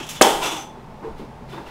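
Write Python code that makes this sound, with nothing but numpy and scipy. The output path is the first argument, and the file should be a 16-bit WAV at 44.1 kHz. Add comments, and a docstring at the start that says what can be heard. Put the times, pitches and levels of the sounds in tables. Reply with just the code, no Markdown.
"""One hard blow on a wooden door overloads the recorder: ringing tones for the panels, noise bursts for cracks and porch.
Just after it the latch chatters, as short bursts of noise each around one pitch.
Light metallic clicks come before the blow and again near the end; a grainy, rattling scrape follows the blow.
Soft thumps, one at the start and the rest late, and late scuffs are shaped noise; one thump leaves a hollow note.
Under it all lie a low steady noise, a faint wavering hum and two slight puffs of air."""
import sys
import numpy as np
from scipy import signal
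from scipy.fft import rfft, irfft
from scipy.io import wavfile

SR = 44100
rng = np.random.default_rng(int(sys.argv[2]) if len(sys.argv) > 2 else 0)


def wav_record(signal):
    """Record a signal, one row per channel, as 16-bit PCM in the file named by sys.argv[1]."""
    frames = np.transpose(np.atleast_2d(signal))
    bounded = np.clip(frames, -1, 1)
    # unit amplitude maps onto the largest positive 16-bit level
    quanta = np.round(bounded * 32767).astype(np.int16)
    wavfile.write(sys.argv[1], SR, quanta)


N = 74970

# In every table, rise is the time to full strength and t60 the time to fade by 60 dB.
# Levels are those before the recorder's gain; spectrum levels only set the balance between pitches.

# blows on the door: (time [s], level [dB])
DOOR_BLOWS = [(.2110, 0), (0.2148, -9), (0.241, -15.5), (0.2492, -11.5)]
# tones of the ringing panels: (frequency [Hz], level before PANELS_DB [dB], t60 [s])
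PANEL_TONES = [(238.7, -9.5, .25), (335, -6, .5), (404, -4.5, 0.48), (433, -7, .4), (523, -7.5, .35),
               (617, 2, .26), (650, -10, 0.78), (771, 0.5, .5), (800, -3, .5), (821, -4.5, 0.82),
               (912, -5, 0.76), (1020, -18, 0.29), (1256, -20, 1), (1567, -16, 0.54), (2262, -19, .3)]
# spectrum of the wood's crack: (frequency [Hz], level [dB])
CRACK_SPECTRUM = [(20, -65), (90, -41.5), (170, -17), (300, 0.5), (700, 1.5), (1400, -1), (2200, -7),
                  (4000, -27), (15000, -48)]
# spectrum of the porch ringing after the blow: (frequency [Hz], level [dB])
PORCH_SPECTRUM = [(20, -71), (100, -32.5), (160, -19.5), (280, -12), (390, -7), (500, -9), (690, -12.5),
                  (810, -8.5), (1140, -15), (1700, -21), (2800, -21), (3200, -14.5), (4000, -27),
                  (5500, -26.5), (7800, -26.5), (11000, -31.5), (15000, -39.5)]
# strikes of the latch: (time [s], level [dB], centre frequency [Hz])
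LATCH_STRIKES = [(.2143, -9.5, 9800), (0.2216, -10, 3330), (0.2206, -7.5, 6850), (0.2256, -9, 5370)]
# light clicks of the hardware: (time [s], level [dB], brightness [dB per octave])
METAL_CLICKS = [(0.0, -35, -4), (.029, -40, -1.5), (0.065, -41, 0), (0.0898, -30, 1.5), (0.15, -40, 0.5),
                (0.159, -37.5, -2.5), (1.528, -44, -10), (1.665, -46, -11)]
# spectrum of the clicking metal: (frequency [Hz], level [dB])
METAL_SPECTRUM = [(10, -88.5), (300, -30.5), (900, -6.5), (1450, -7), (2000, -7), (3000, 1.5), (3450, -1.5),
                  (4300, -10), (6000, -4.5), (7100, -6.5), (9500, -14.5), (11200, -12.5), (13000, -19.5),
                  (15500, -20.5)]
# strokes of the scrape: (time [s], level [dB], rise [s], t60 before the release [s])
SCRAPE_STROKES = [(0.406, -22.5, 0.032, .5), (.453, -25, 0.007, 0.23), (0.509, -30, .01, 0.39),
                  (0.561, -34, 0.0049, 0.37)]
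# spectrum of the scrape: (frequency [Hz], level [dB])
SCRAPE_SPECTRUM = [(150, -42), (320, 0.5), (550, -10), (920, -0.5), (1300, -8.5), (1900, -14.5),
                   (2600, -7.5), (3400, -7.5), (4400, -19.5), (5500, -15), (6000, -15.5), (6500, -17),
                   (8200, -16.5), (9500, -25.5), (11000, -22.5), (15500, -34)]
# narrow rings of rubbed hardware and wood: (time [s], level [dB], rise [s], t60 [s], pitch [Hz])
RUBBED_RINGS = [(0.0, -41.5, 0.011, .35, 3200), (.148, -40.5, .015, .2, 3450),
                (0.44, -36, 0.018, 0.4, 5960), (0.478, -43.5, 0.14, 0.25, 6080),
                (.44, -29, 0.017, 0.2, 3400), (0.456, -37, 0.048, 0.52, 3450),
                (.415, -28, 0.011, 0.26, 1000), (0.51, -40, 0.09, 0.33, 800),
                (0.485, -37, 0.083, 0.41, 318), (1.505, -50, 0.024, 0.42, 3550),
                (1.66, -44, 0.0083, 0.11, 2750)]
# soft far thumps: (time [s], level [dB], rise [s], t60 [s], brightness [dB per octave])
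FAR_THUMPS = [(0.0, -35, 0.0024, 0.28, 0), (1.019, -33, 0.016, 0.46, 1), (1.192, -34, 0.0076, 0.31, -3.5),
              (1.515, -37, 0.0098, 0.63, 1.5), (1.57, -35, .008, 0.34, 2.5), (1.665, -45, .01, .4, 5.5)]
# spectrum of the thumps: (frequency [Hz], level [dB])
THUMP_SPECTRUM = [(20, -45.5), (70, -17.5), (140, -4.5), (350, 6), (620, -7.5), (900, 0.5), (1250, -10.5),
                  (2500, -28), (5000, -40.5), (15000, -61)]
# far scuffs: (time [s], level [dB], rise [s], t60 [s])
FAR_SCUFFS = [(1.02, -57, .04, .6), (1.16, -49, 0.031, .35), (1.475, -47.5, 0.028, .5),
              (1.515, -48, .015, 0.83), (1.65, -48.5, 0.021, .7)]
# spectrum of the scuffs: (frequency [Hz], level [dB])
SCUFF_SPECTRUM = [(500, -21), (1500, 4), (2600, 1.5), (3700, -1), (5000, -5.5), (7000, -12.5),
                  (10000, -15.5), (15000, -20)]
# hollow note that swells from one far thump: (time [s], level [dB])
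HOLLOW_SWELL = [(1.015, -69), (1.045, -36), (1.078, -30), (1.1, -45.5), (1.17, -69)]
# spectrum of the steady background: (frequency [Hz], level [dB])
BACKGROUND_SPECTRUM = [(12, -26.5), (20, 4), (38, -10.5), (64, -10.5), (85, -10.5), (140, -8.5), (238, -5),
                       (306, -15.5), (393, -9), (519, -13.5), (565, -11), (857, -12.5), (1070, -15),
                       (1160, -19), (1580, -25), (1820, -25.5), (2610, -29), (2920, -31.5), (15500, -52.5)]
# faint hum: (frequency [Hz], level [dB])
HUM_BANDS = [(59, -54), (130, -51), (152, -52), (880, -51.5)]
# puffs of air on the microphone: (time [s], level [dB], rise [s], t60 [s])
AIR_PUFFS = [(.33, -38, 0.024, .4), (1.03, -39, 0.084, 0.7)]
# spectrum of a puff: (frequency [Hz], level [dB])
PUFF_SPECTRUM = [(5, -3), (18, 1), (35, -7), (70, -13), (200, -50), (2000, -92)]

CRACK_DB, CRACK_T60_S = -3.5, 0.042
PANELS_DB = -15
PORCH_DB, PORCH_RISE_S, PORCH_T60_S = -11.5, 0.0061, 0.57
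DOOR_LOW_HZ = 210  # the door's sound is cut below this
LATCH_T60_S, LATCH_OCTAVES = 0.015, 0.34
CLICK_T60_S, CLICK_SNAP_DB = 0.31, -2
GRAIN_DB, GRAIN_PER_S = 0.5, 740  # typical size and rate of the uneven catching
SCRAPE_STOP_S, SCRAPE_RELEASE_T60_S = 0.642, 0.7
RING_OCTAVES = .033
HOLLOW_HZ = 447
BACKGROUND_DB = -42
DRIVE_DB, TOP_HZ = 1, 15700  # the recorder's gain and upper limit

T = np.arange(N) / SR  # time of each sample [s]
FREQS = np.maximum(np.fft.rfftfreq(N, 1 / SR), 1)  # kept above zero for the logarithms

# peaks and dips of many small resonances: depth, spacing, and the pitch below which they shrink
RIPPLE_DB, RIPPLE_HZ, RIPPLE_FROM_HZ = 2, 29.89, 1300
RIPPLE = np.interp(FREQS / RIPPLE_HZ, np.arange(4000), rng.standard_normal(4000))
RIPPLE = RIPPLE * np.minimum(FREQS / RIPPLE_FROM_HZ, 1) ** 2


def amp(db):
    """Turn decibels into a multiplier."""
    return 10 ** (np.asarray(db) / 20)


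def noise(db):
    """Noise of average strength (rms) 1, with the given balance of frequencies."""
    x = irfft(rfft(rng.standard_normal(N)) * amp(db), N)
    return x / x.std()


def colour(points, tilt_db=0, ripple_db=0):
    """Dense resonances: noise that follows a spectrum table, tilted per octave and rippled."""
    hz, db = np.array(points).T
    smooth = np.interp(np.log(FREQS), np.log(hz), db)
    return noise(smooth + tilt_db * np.log2(FREQS) + ripple_db * RIPPLE)


def band(hz, octaves):
    """Noise gathered around one resonance."""
    distance = np.log2(FREQS / hz) / octaves
    return noise(-20 * np.log10(1 + distance ** 2))


def envelope(start, rise, t60):
    """A straight rise, then a smooth fade of 60 dB in t60 seconds."""
    age = T - start
    attack = np.clip(age / max(rise, 1e-4), 0, 1)
    return attack * np.exp(-np.log(1000) * np.maximum(age - rise, 0) / t60)


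def grain():
    """Quick uneven catching of two rubbing surfaces, as random changes of level."""
    wobble = np.interp(T * GRAIN_PER_S, np.arange(N), rng.standard_normal(N))
    gain = amp(GRAIN_DB * wobble)
    return gain / np.sqrt(np.mean(gain ** 2))


def door():
    """Each blow cracks the wood; the first sets the panels and the porch ringing."""
    start = DOOR_BLOWS[0][0]
    cracks = sum(amp(CRACK_DB + db) * envelope(s, 0.00046, CRACK_T60_S) * colour(CRACK_SPECTRUM)
                 for s, db in DOOR_BLOWS)
    # each tone starts at a peak, pushed up or down at random
    panels = sum(amp(db) * rng.choice([-1, 1]) * np.cos(2 * np.pi * hz * (T - start))
                 * envelope(start, .001, t60) for hz, db, t60 in PANEL_TONES)
    porch = envelope(start, PORCH_RISE_S, PORCH_T60_S) * colour(PORCH_SPECTRUM, ripple_db=RIPPLE_DB)
    mix = cracks + amp(PANELS_DB) * panels + amp(PORCH_DB) * porch
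    low_cut = signal.butter(3, DOOR_LOW_HZ, "high", fs=SR, output="sos")
    return signal.sosfilt(low_cut, mix)


def latch():
    """The latch strikes its plate several times just after the blow, each strike near one pitch."""
    return sum(amp(db) * envelope(s, .0004, LATCH_T60_S) * band(hz, LATCH_OCTAVES)
               for s, db, hz in LATCH_STRIKES)


def clicks():
    """Small metal contacts: a snap and its ring in the porch."""
    total = 0
    for s, db, tilt in METAL_CLICKS:
        ring = envelope(s, 0.0024, CLICK_T60_S)
        snap = amp(CLICK_SNAP_DB) * envelope(s, 0.00067, 0.0053)
        total = total + amp(db) * (ring + snap) * colour(METAL_SPECTRUM, tilt, RIPPLE_DB)
    return total


def scrape():
    """Grainy strokes that fade faster once the motion stops, with narrow rings of rubbed parts."""
    strokes = sum(amp(db) * envelope(s, rise, t60) * colour(SCRAPE_SPECTRUM, ripple_db=RIPPLE_DB)
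                  for s, db, rise, t60 in SCRAPE_STROKES)
    release = amp(-60 * np.maximum(T - SCRAPE_STOP_S, 0) / SCRAPE_RELEASE_T60_S)
    rings = sum(amp(db) * envelope(s, rise, t60) * band(hz, RING_OCTAVES)
                for s, db, rise, t60, hz in RUBBED_RINGS)
    return grain() * (strokes * release + rings)


def far_movement():
    """Dull thumps and scuffs blurred by distance; one thump leaves a hollow note."""
    thumps = sum(amp(db) * envelope(s, rise, t60) * colour(THUMP_SPECTRUM, tilt)
                 for s, db, rise, t60, tilt in FAR_THUMPS)
    scuffs = sum(amp(db) * envelope(s, rise, t60) * colour(SCUFF_SPECTRUM, ripple_db=RIPPLE_DB)
                 for s, db, rise, t60 in FAR_SCUFFS)
    # silent outside the times in the table
    swell = amp(np.interp(T, *np.array(HOLLOW_SWELL).T, left=-np.inf, right=-np.inf))
    hollow = swell * np.sqrt(2) * np.sin(2 * np.pi * HOLLOW_HZ * T)
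    return thumps + grain() * scuffs + hollow


def background():
    """Low steady noise, a hum that wavers because it is narrow noise, and slight puffs of air."""
    steady = amp(BACKGROUND_DB) * colour(BACKGROUND_SPECTRUM)
    hum = sum(amp(db) * band(hz, .05) for hz, db in HUM_BANDS)
    puffs = sum(amp(db) * envelope(s, rise, t60) * colour(PUFF_SPECTRUM)
                for s, db, rise, t60 in AIR_PUFFS)
    return steady + hum + puffs


def scene():
    """Add everything together at one microphone."""
    return (door() + latch() + clicks() + scrape() + far_movement() + background())[None]


def record(dry):
    """The recorder flattens peaks that are too strong, then cuts the highest treble."""
    clipped = np.clip(amp(DRIVE_DB) * dry, -1, 1)
    treble_cut = signal.ellip(10, .2, 70, TOP_HZ, fs=SR, output="sos")
    return signal.sosfilt(treble_cut, clipped)


dry = scene()
out = record(dry)
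wav_record(out)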